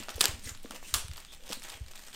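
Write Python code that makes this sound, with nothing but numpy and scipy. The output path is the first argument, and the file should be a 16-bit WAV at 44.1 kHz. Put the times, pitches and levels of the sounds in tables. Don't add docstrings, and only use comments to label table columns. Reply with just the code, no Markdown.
import sys
import numpy as np
from scipy import signal
from scipy.fft import rfft, irfft, next_fast_len
from scipy.io import wavfile
from scipy.ndimage import uniform_filter1d, map_coordinates

SR = 44100
rng = np.random.default_rng(int(sys.argv[2]) if len(sys.argv) > 2 else 0)


def bounce(signal):
    frames = np.transpose(np.atleast_2d(signal))
    limited = np.clip(frames, -1, 1)
    pcm = np.round(limited * 32767).astype(np.int16)
    wavfile.write(sys.argv[1], SR, pcm)


N = 94815
TOP_HZ = 15950


def amp(db):
    return 10 ** (np.asarray(db) / 20)


def unit(x):
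    return x / np.sqrt(np.mean(x ** 2) + 1e-20)


def decay(t, t60):
    return np.exp(-np.log(1000) * t / t60)


def along(points, hz):
    point_hz, values = np.transpose(points)
    return np.interp(np.log(hz + 1), np.log(point_hz + 1), values)


def filtered(x, gain):
    size = next_fast_len(len(x) + 8192)
    spectrum = rfft(x, size) * gain(np.fft.rfftfreq(size, 1 / SR))
    return irfft(spectrum, size)[:len(x)]


def coloured(x, points):
    return unit(filtered(x, lambda hz: amp(along(points, hz))))


def add(track, s, sound):
    start = max(round(s * SR), 0)
    part = sound[:max(N - start, 0)]
    track[start:start + len(part)] += part


def room(x):
    # pitch_hz, t60_s
    room_t60 = [(200, 0.38), (550, 0.35), (1400, 0.28), (3700, 0.34), (9000, 0.28), (15000, 0.18)]
    # pitch_hz, level_db
    room_colour = [(100, 5), (400, 1.5), (700, -1), (1250, 3.5), (1900, 3), (2800, 0.5), (4000, -4.5),
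                   (5500, -1.5), (7500, 0.5), (9500, -1.5), (15000, 4.5)]
    build_s = 0.001
    hz, t, noise = signal.stft(rng.standard_normal(SR // 2), SR, nperseg=256)
    colour = amp(along(room_colour, hz)[:, None])
    fade = decay(t, along(room_t60, hz)[:, None])
    tail = signal.istft(noise * colour * fade, SR)[1]
    tail = tail * (1 - np.exp(-np.arange(len(tail)) / SR / build_s))
    return signal.fftconvolve(x, tail / np.linalg.norm(tail))


def ring(modes, t, scatter):
    out = np.zeros(len(t))
    for hz, db, t60 in modes:
        level = amp(db + rng.normal(0, 0.5))
        pitch_hz = hz * np.exp(scatter * rng.normal())
        out += level * decay(t, t60) * np.sin(2 * np.pi * (pitch_hz * t + rng.random()))
    return out


def click(tilt_db, low_hz):
    # pitch_hz, level_db, t60_s
    film_modes = [(580, -33.5, 0.0069), (1328, -15, 0.0078), (3390, 0, 0.0033), (4830, 1, .004),
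                  (8230, 2, 0.0031), (9050, -4.5, 0.0017), (13500, -9.5, 0.0018)]
    film_scatter, attack_s, high_hz = 0.14, .00008, 14300
    crack_db, crack_t60_s = -1, 0.0036
    t = np.arange(SR // 50) / SR
    crack = amp(crack_db) * rng.standard_normal(len(t)) * decay(t, crack_t60_s)
    burst = (ring(film_modes, t, film_scatter) + crack) * (1 - np.exp(-t / attack_s))
    burst = filtered(burst, lambda hz: amp(tilt_db * np.log2(hz + 1000)))
    band = signal.butter(2, [low_hz, high_hz], 'band', fs=SR, output='sos')
    burst = signal.sosfilt(band, burst)
    return burst / np.linalg.norm(burst)


def clicks(rows, low_hz, count):
    out = np.zeros(N)
    for s, db, room_db, tilt_db in rows:
        add(out, s, amp(db) * click(tilt_db, low_hz))
        for _ in range(count):
            side_gain = amp(db + room_db) / np.sqrt(count)
            add(out, s, side_gain * room(click(tilt_db, low_hz)))
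    return out


def hush():
    # pitch_hz, level_db
    hush_colour = [(8, 18), (14, 20.5), (25, 5.5), (50, -3), (110, -13), (230, -8.5), (400, -20.5),
                   (1000, -28.5), (3000, -22), (8000, -33), (11000, -36), (16000, -38)]
    return amp(-48) * coloured(rng.standard_normal(N), hush_colour)


def crinkling():
    # time_s, level_db
    crinkle_level = [(0, -43.5), (.07, -60), (.1, -47.5), (.13, -51.5), (.2, -42.5), (.28, -46.5),
                     (.4, -57), (.52, -63), (.61, -62.5), (.66, -56), (.76, -49.5), (.81, -66), (.95, -61),
                     (1.1, -60), (1.34, -53.5), (1.41, -66), (1.48, -51.5), (1.53, -45.5), (1.6, -70),
                     (1.64, -48), (1.74, -48), (1.83, -61), (1.89, -54), (1.92, -57.5), (1.95, -54.5),
                     (1.99, -52.5), (2.07, -55.5), (2.15, -51.5)]
    # pitch_hz, level_db
    crinkle_colour = [(150, -19), (380, -0.5), (520, -3), (750, 0.5), (1100, -4), (1600, -2.5), (3200, 1),
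                      (4600, -2.5), (6000, -2.5), (9100, -3), (10600, -16.5), (14000, -7.5), (16000, -26)]
    creases_per_s, crease_t60_s, crack_db = 2200, 0.0054, -5.5
    cluster_db, clusters_per_s, spread_db = 3.1, 70, 5
    room_db = -4.5
    t = np.arange(N) / SR
    age = np.arange(SR // 150) / SR

    starts = np.flatnonzero(rng.random(N) < creases_per_s / SR)
    clusters = cluster_db * map_coordinates(rng.standard_normal(N), [t * clusters_per_s])
    spread = spread_db * np.minimum(rng.exponential(size=len(starts)), 3)
    size = amp(clusters[starts] + spread)[:, None]
    hz = TOP_HZ * rng.random(len(starts))[:, None]
    where = starts[:, None] + np.arange(len(age))
    crack = amp(crack_db) * rng.standard_normal(N + len(age))[where]
    grains = size * (np.sin(2 * np.pi * hz * age) + crack) * decay(age, crease_t60_s)

    swarm = np.bincount(where.ravel(), grains.ravel(), N)[:N]
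    swarm = coloured(swarm, crinkle_colour) * amp(np.interp(t, *np.transpose(crinkle_level)))
    return swarm + amp(room_db) * room(swarm)[:N]


def knocking():
    # start_s, level_db, tilt_db_per_octave
    knocks = [(.001, -40.5, -10), (0.084, -47.5, 7), (0.18, -45, 11), (.241, -43, 0), (.471, -44.5, -3),
              (0.6461, -38.5, 0.5), (0.704, -44, -11), (0.736, -45, 2), (1.502, -37.5, 1), (1.568, -44, -1),
              (1.796, -64.5, 13)]
    # pitch_hz, level_db, t60_s
    box_modes = [(217.2, -4.5, 0.13), (263.4, -3, 0.089), (334, -9.5, 0.072), (467, -5.5, 0.068),
                 (528, 3.5, 0.019)]
    attack_s, room_db = 0.001, -13
    t = np.arange(SR // 3) / SR
    out = np.zeros(N)
    pivot_hz = box_modes[1][0]
    for s, db, tilt_db in knocks:
        modes = [(hz, level + tilt_db * np.log2(hz / pivot_hz), t60) for hz, level, t60 in box_modes]
        knock = ring(modes, t, scatter=0.031) * (1 - np.exp(-t / attack_s))
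        add(out, s, amp(db) * knock)
    return out + amp(room_db) * room(out)[:N]


def squeaking():
    # peak_s, half_length_s, level_db, pitch_hz, glide_octaves_per_s
    squeaks = [(0.019, 0.02, -53, 110.5, 1.5), (0.045, 0.029, -57, 2720, 1.5),
               (.39, 0.09, -57, 218.5, -1.5), (0.445, 0.0068, -47.5, 8780, -9),
               (0.456, .005, -49, 4060, -18), (0.474, 0.0043, -44.5, 1950, -36.5),
               (0.494, 0.00262, -38, 7170, -2.5), (0.857, .012, -51.5, 2830, 6),
               (0.875, 0.0067, -58, 6700, -1), (0.891, 0.023, -52, 8840, -0.5),
               (0.891, .015, -56, 3310, -1.5), (1.185, 0.013, -57.5, 871, 0.5),
               (1.311, 0.033, -55.5, 3520, 1.5), (1.435, 0.053, -64, 500, 0), (1.969, .004, -54, 3650, -28)]
    width, blur_hz, room_db = 0.1, 34.8, -7.5
    out = np.zeros(N)
    t = np.arange(-SR // 8, SR // 8) / SR
    for s, half, db, hz, glide in squeaks:
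        blur = lambda f: np.exp(-(f / (width * hz + blur_hz)) ** 2)
        a, b = (unit(filtered(rng.standard_normal(len(t)), blur)) for _ in range(2))
        pitch_hz = hz * 2 ** (glide * np.clip(t, -2 * half, 2 * half))
        phase = 2 * np.pi * np.cumsum(pitch_hz) / SR
        rub = amp(db) * np.exp(-(t / half) ** 2) * (a * np.cos(phase) + b * np.sin(phase))
        add(out, s + t[0], rub[s + t >= 0])
    return out + amp(room_db) * room(out)[:N]


def ticking():
    # start_s, level_db, tilt_db_per_octave
    ticks = [(.0258, -23, -12), (.0348, -30, 0), (0.035, -23, -4), (0.0851, -14.5, -13),
             (0.0924, -14.5, -6.5), (0.1577, -24, 7), (0.163, -24, 5), (0.1806, -30, -7), (.196, -23, 15),
             (0.282, -14, 7), (0.395, -28, 3.5), (0.4914, -23, -9), (0.5495, -25, -7), (0.5526, -36, -1),
             (0.575, -28.5, -2.5), (.6311, -31, 13), (.6585, -25.5, -11.5), (0.69, -43, 0),
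             (0.7084, -21.5, 3), (0.7095, -17, -10), (.7468, -25, -2.5), (0.828, -25.5, -20.5),
             (0.831, -35, 13), (1.0826, -21, -2), (1.1142, -23.5, -5.5), (1.135, -24, -2),
             (1.16, -29, -4.5), (1.162, -27, -7), (1.1708, -25, 1), (1.179, -21, -9), (1.1798, -31, -4),
             (1.184, -29, 15), (1.2025, -28, 3), (1.2492, -24.5, -2), (1.348, -29, 4), (1.407, -36, -1),
             (1.4373, -29, -2.5), (1.5018, -30, 3), (1.509, -27, -1), (1.5136, -17.5, -5), (1.523, -15, -6),
             (1.5256, -24, -4), (1.5275, -16.5, -1.5), (1.5301, -10.5, -2), (1.5325, -15.5, -0.5),
             (1.5347, -27, 4), (1.5407, -23.5, 3), (1.5972, -26.5, 1.5), (1.621, -24, -3),
             (1.6308, -24.5, -1), (1.6369, -22.5, 4), (1.6517, -36, 3), (1.6695, -33.5, -8),
             (1.6968, -22, -3), (1.7009, -18, -3.5), (1.734, -24, -9), (1.863, -30, -3),
             (1.9355, -28, -8.5), (1.9588, -30, 0), (1.977, -27, -5), (2.0839, -25, -3), (2.1297, -26, -2)]
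    low_hz, room_db = 680, -3
    rebound_s, rebound_db = .0016, -10
    flips = [(s, db, room_db, tilt_db) for s, db, tilt_db in ticks]
    rebounds = []
    for s, db, _, tilt_db in flips:
        later_s = s + rebound_s * (.5 + rng.random())
        rebounds.append((later_s, db + rebound_db, room_db, tilt_db))
    return clicks(flips, low_hz, count=1) + clicks(rebounds, low_hz, count=0)


def thudding():
    # centre_s, peak_db, pitch_hz
    thuds = [(0.161, -34.5, 58), (0.2944, -32, 81), (0.345, -37, 61), (0.467, -37, 81), (.518, -39, 75.6),
             (0.94, -35, 64), (0.9597, -33.5, 57), (1.05, -36.5, 82), (1.097, -38.5, 99),
             (1.111, -35, 70.5), (1.351, -53, 45.4), (1.753, -47.5, 68.7), (1.816, -33, 74),
             (1.833, -39, 47.5)]
    room_db = -14
    t = np.arange(N) / SR
    out = np.zeros(N)
    for s, db, hz in thuds:
        u = (np.pi * hz * (t - s)) ** 2
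        out += amp(db) * (2 * u - 1) * np.exp(-u)
    return out + amp(room_db) * room(out)[:N]


def tearing():
    # start_s, level_db, room_share_db, tilt_db_per_octave
    snaps = [(.2086, 3, -12, 1), (.2098, -3.5, -3, -5.5), (.2107, 1, -10, 0.5), (.2121, -0.5, -13, 6),
             (.2135, 3, -3, 0), (.2409, -1, -1, -2.5), (.2423, -4, -3, -6), (.2555, 2, -11, -1),
             (.2566, -2.5, -24, 4.5), (.9400, -4.5, 1, 5.5), (.9409, -0.5, 0, -1.5), (.9423, -5, 3.5, 0.5),
             (.9454, -4.5, -11, -1)]
    return clicks(snaps, low_hz=263, count=3)


def sliding():
    # peak_s, rise_s, fall_s, level_db
    slides = [(0.488, 0.045, 0.021, -44), (0.883, 0.06, 0.09, -51)]
    # pitch_hz, level_db
    slide_colour = [(300, -2), (900, -11.5), (1900, -1.5), (3200, -2), (5000, -0.5), (7000, 1),
                    (8800, -0.5), (10500, -11), (13500, -6.5), (16000, -18)]
    grain_db, room_db = 3, -2
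    t = np.arange(N) / SR
    stroke = np.zeros(N)
    for s, rise, fall, db in slides:
        stroke += amp(db) * np.exp(-((t - s) / np.where(t < s, rise, fall)) ** 2)
    grain = amp(grain_db * unit(uniform_filter1d(rng.standard_normal(N), size=60)))
    swish = stroke * coloured(grain * rng.standard_normal(N), slide_colour)
    return swish + amp(room_db) * room(swish)[:N]


def scene():
    room_and_box = hush() + knocking() + thudding()
    film = crinkling() + squeaking() + ticking() + tearing() + sliding()
    return (room_and_box + film)[None]


def record(dry):
    clip_level = .62
    held = dry / (1 + (dry / clip_level) ** 6) ** (1 / 6)
    cutoff = lambda hz: np.clip((TOP_HZ - hz) / 500 + .5, 0, 1)
    return np.array([filtered(channel, cutoff) for channel in held])


dry = scene()
out = record(dry)
bounce(out)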